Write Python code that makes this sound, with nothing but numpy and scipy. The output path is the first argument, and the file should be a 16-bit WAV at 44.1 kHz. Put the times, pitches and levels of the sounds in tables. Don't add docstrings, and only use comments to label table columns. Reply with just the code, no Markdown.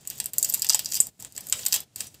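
import sys
import numpy as np
from scipy import signal
from scipy.fft import rfft, irfft
from scipy.io import wavfile

SR = 44100
rng = np.random.default_rng(int(sys.argv[2]) if len(sys.argv) > 2 else 0)


def rack_gain(trim_db):
    fader = np.asarray(trim_db, float)
    return 10 ** (fader / 20)


def generate_wav(sig):
    pcm = np.round(np.clip(np.atleast_2d(sig).T, -1, 1) * 32767).astype(np.int16)
    wavfile.write(sys.argv[1], SR, pcm)


N = 97020


def rms_one(x):
    return x / np.sqrt(np.mean(x ** 2) + 1e-20)


def ring(clicks, hz, t60):
    r = rack_gain(-60 / (t60 * SR))
    w = 2 * np.pi * min(hz, 0.45 * SR) / SR
    return signal.lfilter([0, np.sin(w)], [1, -2 * r * np.cos(w), r * r], clicks + 1e-18)


def bandpass(x, order, edges_hz):
    return signal.sosfilt(signal.butter(order, edges_hz, "band", fs=SR, output="sos"), x)


def colour(x, points):
    hz, db = np.transpose(points)
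    f = np.maximum(np.arange(len(x) // 2 + 1) * SR / len(x), 1)
    gain = rack_gain(np.interp(np.log(f), np.log(hz), db))
    return irfft(rfft(x) * gain, len(x))


# pitch_hz, level_db
FAN_COLOUR = [(25, -35.5), (60, -8.5), (130, -2), (350, -13.5), (750, -17), (1100, -24), (7500, -21.5),
              (11000, -28.5), (16000, -45.5)]


def fan():
    return rack_gain(-53) * rms_one(colour(rng.standard_normal(N), FAN_COLOUR))


# time_s, level_db
HANDLING = [(0, -47.5), (.15, -41.5), (.32, -54.5), (.45, -34), (.75, -43), (.84, -45), (0.959, -30.5),
            (1.051, -52.5), (1.3, -46), (1.4, -49.5), (1.6, -31.5), (1.702, -42), (1.748, -18),
            (1.849, -79), (1.998, -34.5), (2.2, -55.5)]
# pitch_hz, level_db (per Hz)
CRACKLE_COLOUR = [(400, -22.5), (900, -24.5), (2000, -19.5), (3500, -13), (5300, -12), (7800, -4),
                  (10500, -15), (14000, -10)]
CRACKLES_PER_S, CRACKLE_SIZE_DB, CRACKLE_DB = 6000, 3, -8


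def crackle():
    clump = np.repeat(rng.standard_normal(N // 300 + 1), 300)[:N]
    sizes = rack_gain(CRACKLE_SIZE_DB * np.minimum(rng.exponential(1, N), 3)) * rng.choice([-1, 1], N)
    born = rng.random(N) < CRACKLES_PER_S * rack_gain(3.0 * clump) / SR
    patch_of = rng.integers(0, 8, N)
    edges = np.geomspace(500, 16000, 10)
    patches = np.zeros(N)
    for k in range(8):
        clicks = sizes * born * (patch_of == k) + 1e-18
        patches += bandpass(clicks, 2, edges[[k + 1, k + 2]] * [0.9, 1])
    time_s, effort_db = np.transpose(HANDLING)
    level = rack_gain(np.interp(np.arange(N) / SR, time_s, effort_db) + CRACKLE_DB)
    return level * rms_one(colour(patches, CRACKLE_COLOUR))


# start_s, peak_db, then low_body_db, mid_band_db, top_fizz_db (these three are
CREASES = [(0.052, -33, -3, -10, -4), (0.0739, -11.5, -26, -17, -4.5), (0.1009, -17.5, -19, -1, 2.5),
           (0.106, -31.5, 0, 13, -2.5), (0.1109, -30.5, -4, -3, -5), (0.179, -37, -18, -6, 8),
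           (0.1865, -29, -20, -4, -6), (0.201, -10.5, -14.5, -6, -10.5), (0.242, -22, -17, -17, -0.5),
           (0.2584, -10, -28.5, -12.5, -5), (0.2666, -30.5, -7, 2, 4), (0.3341, -13.5, -17, -9.5, 3.5),
           (0.3828, -3.5, -33.5, -17.5, -1.5), (0.3975, -23, -28, -9, -13.5), (0.4282, -6.5, -27.5, -11.5, -9),
           (0.4448, -17, -25.5, -9.5, -4.5), (0.489, -23, -24, -3, 5), (0.5248, -18.5, -31, -12, -6),
           (0.5387, -8.5, -20, -10, 0.5), (0.5488, -14, -19, -10, 0), (0.5752, -25.5, -28.5, -5, -11.5),
           (0.5924, -33, -15, -10, 0.5), (0.6204, -10.5, -31.5, -1.5, -2), (0.6263, -28.5, -10, 3, 3),
           (0.6454, -16.5, -8, -1, 1), (0.6672, -16, -41.5, -3, -19),
           (0.6892, -13, -30, -8, -1), (0.6956, -4.5, -19.5, 12, -4.5), (0.7013, -4.5, -18, -3.5, -5.5),
        (0.7246, -16, -12, -7, -5), (0.7316, -18.5, -18.5, 2, -13), (0.7455, -5, -21.5, -8.5, -8.5),
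        (0.7526, -15, -13, -8.5, -2.5), (0.7927, -10, -13, -4.5, -4.5), (0.8464, -26, -34.5, -3, -1),
        (0.8579, -16, -18.5, 2, -8.5), (0.8889, -29, -26, -9, -4.5), (0.9037, -29.5, -27.5, -10, 9.5),
        (0.917, -22, -24.5, -6, -9), (0.9215, -13.5, -14.5, 1, -2), (0.9351, -16, -21.5, -0.5, -4.5),
        (0.9432, -14, -20.5, -8, -2.5), (0.9529, -13, -28.5, 1, 1), (0.9649, -17.5, -16.5, -0.5, -3),
        (1.0028, 1.5, -38, -21, -20.5), (1.0074, -11, -21, -13.5, 1), (1.0195, -34, -29.5, -17.5, -13),
        (1.0689, -26.5, -29, -9, -0.5), (1.151, -51, -12, -2.5, -5.5), (1.16, -52, -28, -16.5, -7),
        (1.199, -34.5, -16.5, -17, -3), (1.2064, -30, -32, -8, -11),
           (1.2244, -30, -14, -4, 3), (1.2479, -23.5, -13, -10.5, -12), (1.323, -25.5, -35, -8, -4),
         (1.3534, -35.5, -21, -4, 2), (1.364, -24.5, -20, -2, -8), (1.3749, -31.5, -12, -13.5, -8),
         (1.4072, -25, -30, -8, -1.5), (1.4691, -40, -12, -7, 5.5), (1.4871, -24, -42, -18, -7),
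         (1.4978, -18, -46, -22, -3), (1.5247, -7.5, -13.5, -6.5, -11.5), (1.5917, -24.5, -10.5, -10, -13),
         (1.6335, -26, -2, 8, -8), (1.6527, -17.5, -9, -6, 6), (1.6625, -11, -17, -8, -6),
         (1.6832, -16.5, -24, -11, 4), (1.7105, -33, 3, 7, -11), (1.7242, -8.5, -16, 1.5, -1.5),
         (1.7409, -9, -14, -5, -7), (1.7612, -14, -9.5, -2, 1), (1.8039, -21, -16, -10, 3),
         (1.9583, -28, -20, -7, -2.5), (2.005, -19.5, -14, -6.5, -9), (2.0147, -28, -24, -3, -4),
         (2.0698, -35, -22, 0, 2), (2.1436, -36, -6.5, -2, -1)]
# start_s, peak_db
AGAIN = [(0.0749, -14), (0.076, -23), (0.079, -33), (0.181, -29), (0.2025, -19), (0.2049, -29),
         (0.205, -25), (0.2586, -22.5), (0.337, -30), (0.3845, -13), (0.3877, -26), (0.3901, -31),
         (0.3898, -14.5), (0.4293, -10.5), (0.4331, -22), (0.4353, -20), (0.4467, -5.5),
         (0.45, -16.5), (0.4517, -27), (0.4549, -22), (0.4906, -25), (0.4934, -22), (0.4965, -14.5),
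         (0.4993, -12.5), (0.525, -24), (0.5428, -8.5), (0.5437, -9), (0.5522, -29), (0.5562, -24),
         (0.5952, -23.5), (0.5957, -25), (0.6207, -7.5), (0.6274, -20.5), (0.6468, -15.5),
         (0.6901, -16.5), (0.6965, -4), (0.6985, -13), (0.7028, -9.5), (0.7049, -17), (0.7342, -11),
         (0.7468, -4.5), (0.7564, -17.5), (0.758, -25.5), (0.7961, -21.5), (0.7988, -24.5),
         (0.8468, -24), (0.8592, -17.5),
         (0.8632, -29), (0.9248, -28), (0.9438, -14.5), (0.9544, -14), (0.9554, -28), (0.9599, -20),
              (0.9612, -18), (0.9683, -18.5), (0.9697, -15.5), (0.9732, -18), (1.0041, -5), (1.0096, -22),
              (1.012, -18), (1.0138, -17), (1.0166, -36), (1.0187, -34), (1.0694, -22.5), (1.2012, -30.5),
              (1.2026, -42), (1.2241, -25.5), (1.376, -34), (1.3775, -25), (1.3781, -17.5), (1.3794, -26.5),
              (1.4094, -29), (1.4693, -24), (1.4979, -19.5), (1.5, -29), (1.5259, -10.5), (1.5267, -26),
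              (1.5287, -16.5), (1.5308, -23), (1.5317, -20), (1.5335, -41), (1.5936, -25.5), (1.596, -32),
              (1.6634, -12.5), (1.6651, -9.5), (1.6691, -28), (1.6708, -28), (1.7256, -11.5), (1.729, -11),
              (1.7302, -7.5), (1.7336, -28), (1.742, -12), (1.7633, -18), (1.806, -31.5), (1.9587, -22),
              (1.96, -20), (2.0065, -15), (2.0104, -31), (2.1475, -37)]
# centre_hz, width_octaves, gain_db
SNAP_ZONES = [
    (976, 1, -17),
    (1975, 1.0, -2.5),
    (3520, 0.66, 3),
    (5510, 0.5, 1.4),
    (7834, 0.29, 0.55),
    (9790, 0.54, -1.5),
    (13600, 0.18, 0.5),
]
ZONE_WANDER_OCT, ZONE_SCATTER_S = 0.03, 0.00015
PEAK_SPREAD_DB, SNAP_DB = 1.2, 1.5


def snaps():
    creases = CREASES
    again = np.array(AGAIN)
    owner = np.searchsorted([crease[0] for crease in creases], again[:, 0]) - 1
    luck = rng.standard_normal((len(creases), 7, 8, 3))
    size = 1024
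    out = np.zeros(N + SR)
    for k, (s, db, low, mid, top) in enumerate(creases):
        times, peaks_db = np.vstack([[s, db], again[owner == k]]).T
        zone_levels_db = (low, low, 0.85 * low + 0.47 * mid, mid, 0, top / 2, top)
        sound, power = 0, 0
        for (hz, width, gain_db), zone_db, draw in zip(SNAP_ZONES, zone_levels_db, luck[k]):
            draw = draw[:len(times)]
            late_s = ZONE_SCATTER_S * np.abs(draw[:, 0])
            heights = rack_gain(peaks_db + PEAK_SPREAD_DB * draw[:, 1]) * np.sign(draw[:, 2])
            clicks = np.zeros((2, size))
            clicks[0, 0] = 1
            clicks[1, ((times - s + late_s) * SR).astype(int)] = heights
            octaves = ZONE_WANDER_OCT * draw[0, 2] + width * np.array([-0.5, 0.5])
            edges = np.minimum(hz * 2 ** octaves, [0.4 * SR, 0.45 * SR])
            unit, packet = bandpass(clicks, 3, edges)
            level = rack_gain(zone_db + gain_db)
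            sound = sound + level * packet / np.abs(unit).max()
            power += level ** 2
        out[int(s * SR):][:size] += rack_gain(SNAP_DB) * sound / np.sqrt(power)
    return out[:N]


# pitch_hz, level_db
WALLS = [(500, 18), (1500, -3.5), (3500, 3), (7800, -10), (14000, -8)]
NEAR_DB, NEAR_T60_S = -22.5, 0.027
ROOM_DB, ROOM_T60_S = -29.5, 0.19


def kitchen(x):
    t = np.arange(SR // 2) / SR
    near, far = rng.standard_normal((2, len(t)))
    scatter = rack_gain(NEAR_DB - 60 * t / NEAR_T60_S) * near
    wash = rack_gain(ROOM_DB - 60 * t / ROOM_T60_S) * colour(far, WALLS)
    echoes = (scatter + wash) * np.minimum(t / 0.0009, 1)
    return x + signal.fftconvolve(x, echoes)[:N]


# start_s, length_s, level_db, pitch_hz
RUBS = [
    (.33, .24, -58, 620),
    (1.045, .055, -59, 770),
    (1.54, .1, -55, 540),
]


def rubs():
    out = np.zeros(N)
    t = np.arange(N) / SR
    for s, length, db, hz in RUBS:
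        swell = np.sin(np.pi * np.clip((t - s) / length, 0, 1))
        hiss = rng.standard_normal(N)
        dull = ring(ring(hiss, hz, 5.0 / hz), hz, 5.0 / hz)
        out += rack_gain(db) * swell * rms_one(dull)
    return out


def knock(s, db, hz, t60):
    click = np.zeros(N)
    click[int(s * SR)] = rack_gain(db + 16)
    return ring(ring(click, hz, t60), hz, 3.0 / hz) * hz / SR


# start_s, peak_db, pitch_hz
THUMPS = [
    (.701, -37.5, 1300),
    (0.704, -40, 960),
    (0.746, -30, 890),
    (0.749, -42, 593),
    (1.003, -37.5, 172),
    (1.002, -38.5, 367),
    (1.226, -48.5, 880),
    (.578, -49, 886),
]


def thumps():
    return sum(knock(s, db, hz, 0.03) for s, db, hz in THUMPS)


# pitch_hz, level_db, t60_s
BANGLE = [(5900, -0.5, 0.15), (8480, -3, 0.2), (10000, 1.5, 0.032)]
TICK_S, TICK_DB = 2.069, -48


def bangle():
    return sum(knock(TICK_S, TICK_DB + db, hz, t60) for hz, db, t60 in BANGLE)


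def scene():
    wrapper = kitchen(snaps() + crackle())
    return (wrapper + thumps() + bangle() + rubs() + fan())[None]


def band_limit(x):
    return signal.sosfilt(signal.butter(12, 16810, fs=SR, output="sos"), x)


# shut_s, reopen_s, depth_db
GATE = [
    (-.1, 0.097, 5.5),
    (0.303, 0.336, 7.5),
    (1.099, 1.193, 15.5),
    (1.281, 1.35, 8.5),
    (1.844, 1.96, 12.5),
    (2.086, 2.142, 8.5),
    (2.147, 2.3, 5.5),
]
GATE_FADE_S, GATE_BASS_SHARE = 0.015, 0.85
OVERLOAD, CUTOFF_HZ = 0.93, 15900


def record(dry):
    depth_db = np.zeros(N)
    t = np.arange(N) / SR
    for shut, reopen, db in GATE:
        closing = np.clip((t - shut) / GATE_FADE_S + 0.5, 0, 1)
        opening = np.clip((reopen - t) / 0.001, 0, 1)
        depth_db += db * closing * opening
    bass = signal.sosfiltfilt(signal.butter(1, 300, fs=SR, output="sos"), dry)
    gated = bass * rack_gain(-GATE_BASS_SHARE * depth_db) + (dry - bass) * rack_gain(-depth_db)
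    clipped = np.clip(gated, -OVERLOAD, OVERLOAD)
    mix = signal.sosfilt(signal.cheby2(10, 30, CUTOFF_HZ, fs=SR, output="sos"), clipped)
    return band_limit(mix)


dry = scene()
out = record(dry)
generate_wav(out)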